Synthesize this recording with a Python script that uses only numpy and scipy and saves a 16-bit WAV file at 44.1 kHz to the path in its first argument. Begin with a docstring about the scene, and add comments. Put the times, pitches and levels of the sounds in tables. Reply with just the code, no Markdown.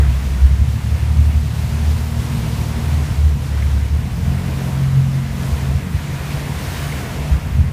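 """A car crawls along the rough floor of a stone tunnel, heard in the cabin through one small microphone.
From the start, low engine orders drone as wavering sines beside a second, independent hum; noise bands
give cabin boom, tyre roar and spray hiss. Damped sines add low thumps and engine-beat pulses from 0.6 s.
One trim tick sounds at 3.6 s; the engine steps up near 4 s while the hum is all but gone.
Thumps crowd at 5.4-6 s, the hum returns, a second tick sounds at 6.9 s and strong thumps end the scene."""
import sys
import numpy as np
from scipy import signal
from scipy.fft import rfft, irfft, next_fast_len
from scipy.io import wavfile
from scipy.ndimage import uniform_filter1d, map_coordinates

SR = 44100
rng = np.random.default_rng(int(sys.argv[2]) if len(sys.argv) > 2 else 0)


def log_audio(samples):
    """Write samples as a 16-bit WAV file to the path given in sys.argv[1]."""
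    # one column per channel
    frames = np.atleast_2d(samples).T
    # limit to full scale, then quantise
    limited = np.clip(frames, -1, 1)
    pcm = np.round(limited * 32767).astype(np.int16)
    wavfile.write(sys.argv[1], SR, pcm)


N = 340532


def amp(db):
    """Gain of a level in dB."""
    return 10 ** (np.asarray(db) / 20)


def unit(x):
    """x at rms 1."""
    return x / np.sqrt(np.mean(x ** 2) + 1e-20)


def curves(rows):
    """Each column after the time, interpolated to one value per sample."""
    knot_s, *columns = np.transpose(rows)
    t_s = np.arange(N) / SR
    return [np.interp(t_s, knot_s, column) for column in columns]


def wobble(rate_hz):
    """Smooth random curve with rate_hz knots a second."""
    knots = rng.standard_normal(int(N * rate_hz / SR) + 4)
    return map_coordinates(knots, [np.arange(N) * rate_hz / SR])


def filtered(x, response):
    """x times a response of frequency, in the spectrum."""
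    m = next_fast_len(N + SR // 2)
    hz = np.fft.rfftfreq(m, 1 / SR)
    return irfft(rfft(x, m) * response(hz), m)[..., :N]


def drone(turns, db, waver_rad, flutter_db):
    """Sine around rms level db; phase and level waver at random."""
    phase = 2 * np.pi * (turns + rng.random()) + waver_rad * wobble(9)
    level_db = db + flutter_db * wobble(15)
    return np.sqrt(2) * amp(level_db) * np.sin(phase)


def engine():
    """Multiples of the shaft speed; the upper ones sing out as they cross an exhaust resonance."""
    # Each row: time in seconds, shaft speed in Hz, rms level of order 2 and of order 3 in dB before throb.
    shaft_rows = [(0, 34.24, -10.5, -20), (.32, 32.73, -19, -50), (.46, 33.2, -10.5, -26.5),
                  (.66, 36.63, -15.5, -21.5), (.81, 37.23, -20.5, -24), (1.25, 37.24, -12.5, -22),
                  (1.68, 37.9, -25, -28.5), (1.88, 37.84, -14, -28.5), (2.25, 38.82, -29, -26.5),
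                  (2.58, 38.27, -31, -24), (2.8, 38.34, -19.5, -24), (3.02, 38.37, -22, -30),
                  (3.25, 37.16, -8.5, -30), (3.46, 36.19, -29.5, -28), (3.64, 35.16, -15.5, -28),
                  (3.9, 35.2, -13, -24), (4.12, 42.5, -26, -33.5), (4.33, 43.76, -24, -19),
                  (4.58, 44.66, -37, -24), (4.98, 45, -26, -12.5), (5.36, 44.63, -30, -24.5),
                  (5.66, 44.58, -29.5, -22.5), (6.05, 44.5, -32, -33.5), (6.4, 44.64, -48, -36),
                  (6.68, 44.98, -25, -35), (7.15, 44.52, -46, -42), (7.45, 44.88, -38, -39),
                  (7.58, 44.17, -20, -21.5), (7.72, 43.5, -28.5, -27)]
    # Uneven firing, once every third turn. Each row: time in seconds, depth 0-1.
    throb_rows = [(0, 0.07), (.5, 0.57), (1.3, 0.35), (1.8, 0.07), (2.8, .35), (4, 0.16), (5, .08),
                  (7.72, 0.18)]
    # Upper orders. Each row: multiple of shaft speed, exhaust resonance in Hz, its width in Hz,
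    # level in dB on resonance with order 3 at load_ref_db.
    upper_rows = [(4, 160, 26.3, -29), (5, 222, 17, -36), (6, 231, 7, -32)]
    load_ref_db, load_share, swell_db = -23.5, 0.38, 2

    shaft_hz, second_db, third_db = curves(shaft_rows)
    turns = np.cumsum(shaft_hz) / SR
    depth = np.clip(curves(throb_rows)[0], 0, 1)
    throb = 1 + depth * np.cos(2 * np.pi * turns / 3 + 2.05 * wobble(2.946))

    load_db = load_share * (third_db - load_ref_db)
    orders = [(2, second_db), (3, third_db)]
    for k, pipe_hz, width_hz, db in upper_rows:
        detuning = 2 * (round(k) * shaft_hz - pipe_hz) / width_hz
        pipe_db = -10 * np.log10(1 + detuning ** 2)
        orders.append((round(k), db + pipe_db + load_db + swell_db * wobble(5)))
    return throb * sum(drone(k * turns, db, waver_rad=0.21, flutter_db=2.0) for k, db in orders)


def knocks(events, rise_s, grit_rad):
    """Short damped rings with a soft start; grit scrambles their phase."""
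    out, t_s = np.zeros(N + SR), np.arange(SR // 4) / SR
    for start_s, peak_db, hz, t60_s in events:
        decay = amp(-60 * t_s / abs(t60_s))
        envelope = decay * (1 - np.exp(-(t_s / rise_s) ** 2))
        grit = grit_rad * np.cumsum(rng.standard_normal(len(t_s)))
        ring = np.sin(2 * np.pi * hz * t_s + grit)
        start = round(start_s * SR)
        out[start:start + len(t_s)] -= amp(peak_db) * envelope / envelope.max() * ring
    return out[:N]


def low_thumps():
    """Low thumps and engine-beat pulses in the cabin's boom range: clean, slow-rising rings."""
    # Each row: start in seconds, envelope peak in dB, pitch in Hz, t60 in seconds.
    thump_rows = [(.61, -10, 72.28, 0.077), (1.42, -10.5, 75.6, .08), (1.953, -9.5, 80.03, 0.081),
                  (2.783, -14, 75, 0.096), (3.11, -8.5, 75.3, 0.097), (3.65, -11, 76, 0.096),
                  (4.118, -10.5, 80.1, .1), (5.435, -16, 91, .07), (5.512, -8.5, 69.9, 0.14),
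                  (5.613, -13, 80.9, 0.081), (5.69, -12, 72, 0.091), (5.743, -8.5, 75.5, .09),
                  (5.94, -8.5, 82, 0.073), (7.308, -5, 68.1, 0.17), (7.458, -22, 80.3, 0.066),
                  (7.506, -12.5, 74.2, 0.11), (7.538, -6, 76.3, 0.14), (7.59, -4.5, 76, 0.11)]
    return knocks(thump_rows, rise_s=0.014, grit_rad=0)


def hum():
    """Fainter tone that does not follow the shaft."""
    # Each row: time in seconds, pitch in Hz, rms level in dB before flutter.
    hum_rows = [(0, 144, -26), (.4, 144.8, -37), (1.1, 143, -36), (1.8, 140, -28.5), (2.1, 138.3, -33),
                (2.4, 137.3, -30), (2.65, 137.8, -38), (2.9, 137.6, -25.5), (3.5, 135.8, -29.5),
                (3.8, 135.6, -55), (5.55, 144, -55), (5.95, 143.8, -28), (6.5, 144.9, -26.5),
                (6.7, 144.3, -37), (6.87, 144, -23), (7.05, 144.4, -37.5), (7.3, 146.6, -24.5),
                (7.72, 150, -48)]
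    hz, db = curves(hum_rows)
    return drone(np.cumsum(hz) / SR, db, waver_rad=0.17, flutter_db=1.7)


def cabin_boom():
    """The rough floor shakes the cabin air: lumpy noise through the cabin resonances."""
    # Each row: resonance in Hz, width in Hz, relative level in dB.
    cabin_rows = [(55.7, 28.4, -5), (73.8, 14.5, 0.5), (127, 20.2, -8), (175.4, 45, -10), (231, 116, -15.5)]
    # How hard the floor shakes the cabin. Each row: time in seconds, boom level in dB.
    shake_rows = [(0, -23), (.5, -24.5), (1.5, -24), (2, -25.5), (2.4, -21), (2.8, -26.5), (3.2, -25),
                  (4.3, -22), (4.8, -25), (6.1, -24), (6.8, -26.5), (7.2, -22.5), (7.72, -21)]

    def cabin(f):
        """Resonant band-passes summed with alternating sign, tapered at both ends."""
        total = 0
        for k, (centre_hz, width_hz, db) in enumerate(cabin_rows):
            damping = 1j * f * width_hz
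            total = total + (-1) ** k * amp(db) * damping / (centre_hz ** 2 - f * f + damping)
        soft_trim = 1 + (f / 240) ** 6  # soaks up the top
        window_leak = 1 + (38 / (f + 1)) ** 2  # loses the deepest bass
        return total / soft_trim / window_leak

    shaking = amp(1.6 * wobble(22)) * rng.standard_normal(N)  # stones come unevenly
    boom_db, = curves(shake_rows)
    return amp(boom_db) * unit(filtered(shaking, cabin))


def rush(spectrum, patchy_db):
    """Noise of rms 1 in a given colour, with time-frequency patches of random gain."""
    z = signal.stft(rng.standard_normal(N), nperseg=512)[2]
    field = uniform_filter1d(rng.standard_normal(z.shape), 12, axis=0)
    field = uniform_filter1d(field, 10, axis=1)
    noise = signal.istft(z * amp(patchy_db * unit(field)), nperseg=512)[1][:N]
    knot_hz, db = np.transpose(spectrum)

    def colour(f):
        """Gain interpolated over log frequency."""
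        return amp(np.interp(np.log(f + 1), np.log(knot_hz), db, -120, db[-1]))

    return unit(filtered(noise, colour))


def tyres_and_spray():
    """Tyres roar and throw spray: five coloured noises on three level curves."""
    # Each row: time in seconds, then guide levels in dB of spray hiss, tread rush and tyre roar.
    road_rows = [(0.0, -39, -40, -35), (0.04, -40.5, -38.5, -39), (0.64, -42, -42, -41.5),
                 (1.33, -42, -40.5, -39.5), (1.4, -42.5, -43, -43), (1.66, -39, -39.5, -38.5),
                 (2.17, -40, -41, -38.5), (2.21, -37.5, -39, -37), (3.01, -39.5, -39, -36),
                 (3.05, -37.5, -37.5, -38), (3.35, -43.5, -43, -41), (3.61, -40, -39, -39.5),
                 (3.98, -43.5, -42.5, -41.5), (4.67, -40, -38, -35), (4.9, -42.5, -40, -40),
                 (5.29, -42, -41, -40), (5.5, -38.5, -38, -35.5), (5.89, -42.5, -39.5, -40),
                 (6.34, -37.5, -36, -36), (6.45, -39.5, -36.5, -36), (6.77, -35.5, -34.5, -35.5),
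                 (7.31, -40, -37.5, -35.5), (7.37, -42.5, -38.5, -38), (7.72, -47, -41.5, -41)]
    # Noise colours, low to high. Each row: frequency in Hz, relative density in dB per Hz.
    roar_colour = [(150, -43), (260, 1), (370, -4.5), (430, -2.5), (540, -6), (800, -33.5)]
    carcass_colour = [(400, -18.5), (570, -5.5), (700, -0.5), (820, -5.5), (950, -2.5), (1200, -10),
                      (2000, -32)]
    tread_colour = [(600, -31), (1100, -2.5), (1500, 0), (2100, -0.5), (2800, -4.5), (6000, -31)]
    spray_colour = [(700, -9), (2000, -4), (3500, -1.5), (6000, -4.5), (10000, -10), (15500, -20)]
    fizz_colour = [(4000, -30), (8000, -5), (12000, -1.5), (15500, -2)]  # the finest spray
    hiss_db, tread_db, tyre_db = curves(road_rows)
    ref_db = -40

    # low roar and fizz: level at ref_db plus a share of the guide's swings
    roar_db = -40 + 0.92 * (tyre_db - ref_db)
    fizz_db = -48.5 + 1.3 * (hiss_db - ref_db)
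    splash_db = 0.5 * wobble(14)  # tread, spray and fizz flicker together

    roar = amp(roar_db) * rush(roar_colour, patchy_db=0.84)
    carcass = amp(tyre_db - 1.0) * rush(carcass_colour, patchy_db=0.2)
    tread = amp(tread_db + 0.15 * splash_db) * rush(tread_colour, patchy_db=1.23)
    spray = amp(hiss_db + splash_db) * rush(spray_colour, patchy_db=0.5)
    fizz_db = fizz_db + 1.5 * splash_db + 1.5 * wobble(8)
    fizz = amp(fizz_db) * rush(fizz_colour, patchy_db=2.2)
    return roar + carcass + tread + spray + fizz


def trim_ticks():
    """Faint ticks of loose trim: fast, phase-scrambled rings."""
    # Each row: start in seconds, envelope peak in dB, pitch in Hz, t60 in seconds.
    tick_rows = [(3.6212, -27, 2150, 0.038), (6.9202, -25, 2160, 0.03)]
    return knocks(tick_rows, rise_s=0.0025, grit_rad=0.16)


def scene():
    """Sum of all sources at the microphone, one channel."""
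    mix = engine() + low_thumps() + hum() + cabin_boom() + tyres_and_spray() + trim_ticks()
    return mix[None]


def record(dry):
    """Peaks are rounded softly; nothing is kept above the band limit."""
    top_hz = 15350
    soft = dry / (1 + np.abs(dry / 1.16) ** 4) ** 0.23
    return filtered(soft, lambda hz: hz < top_hz)


dry = scene()
out = record(dry)
log_audio(out)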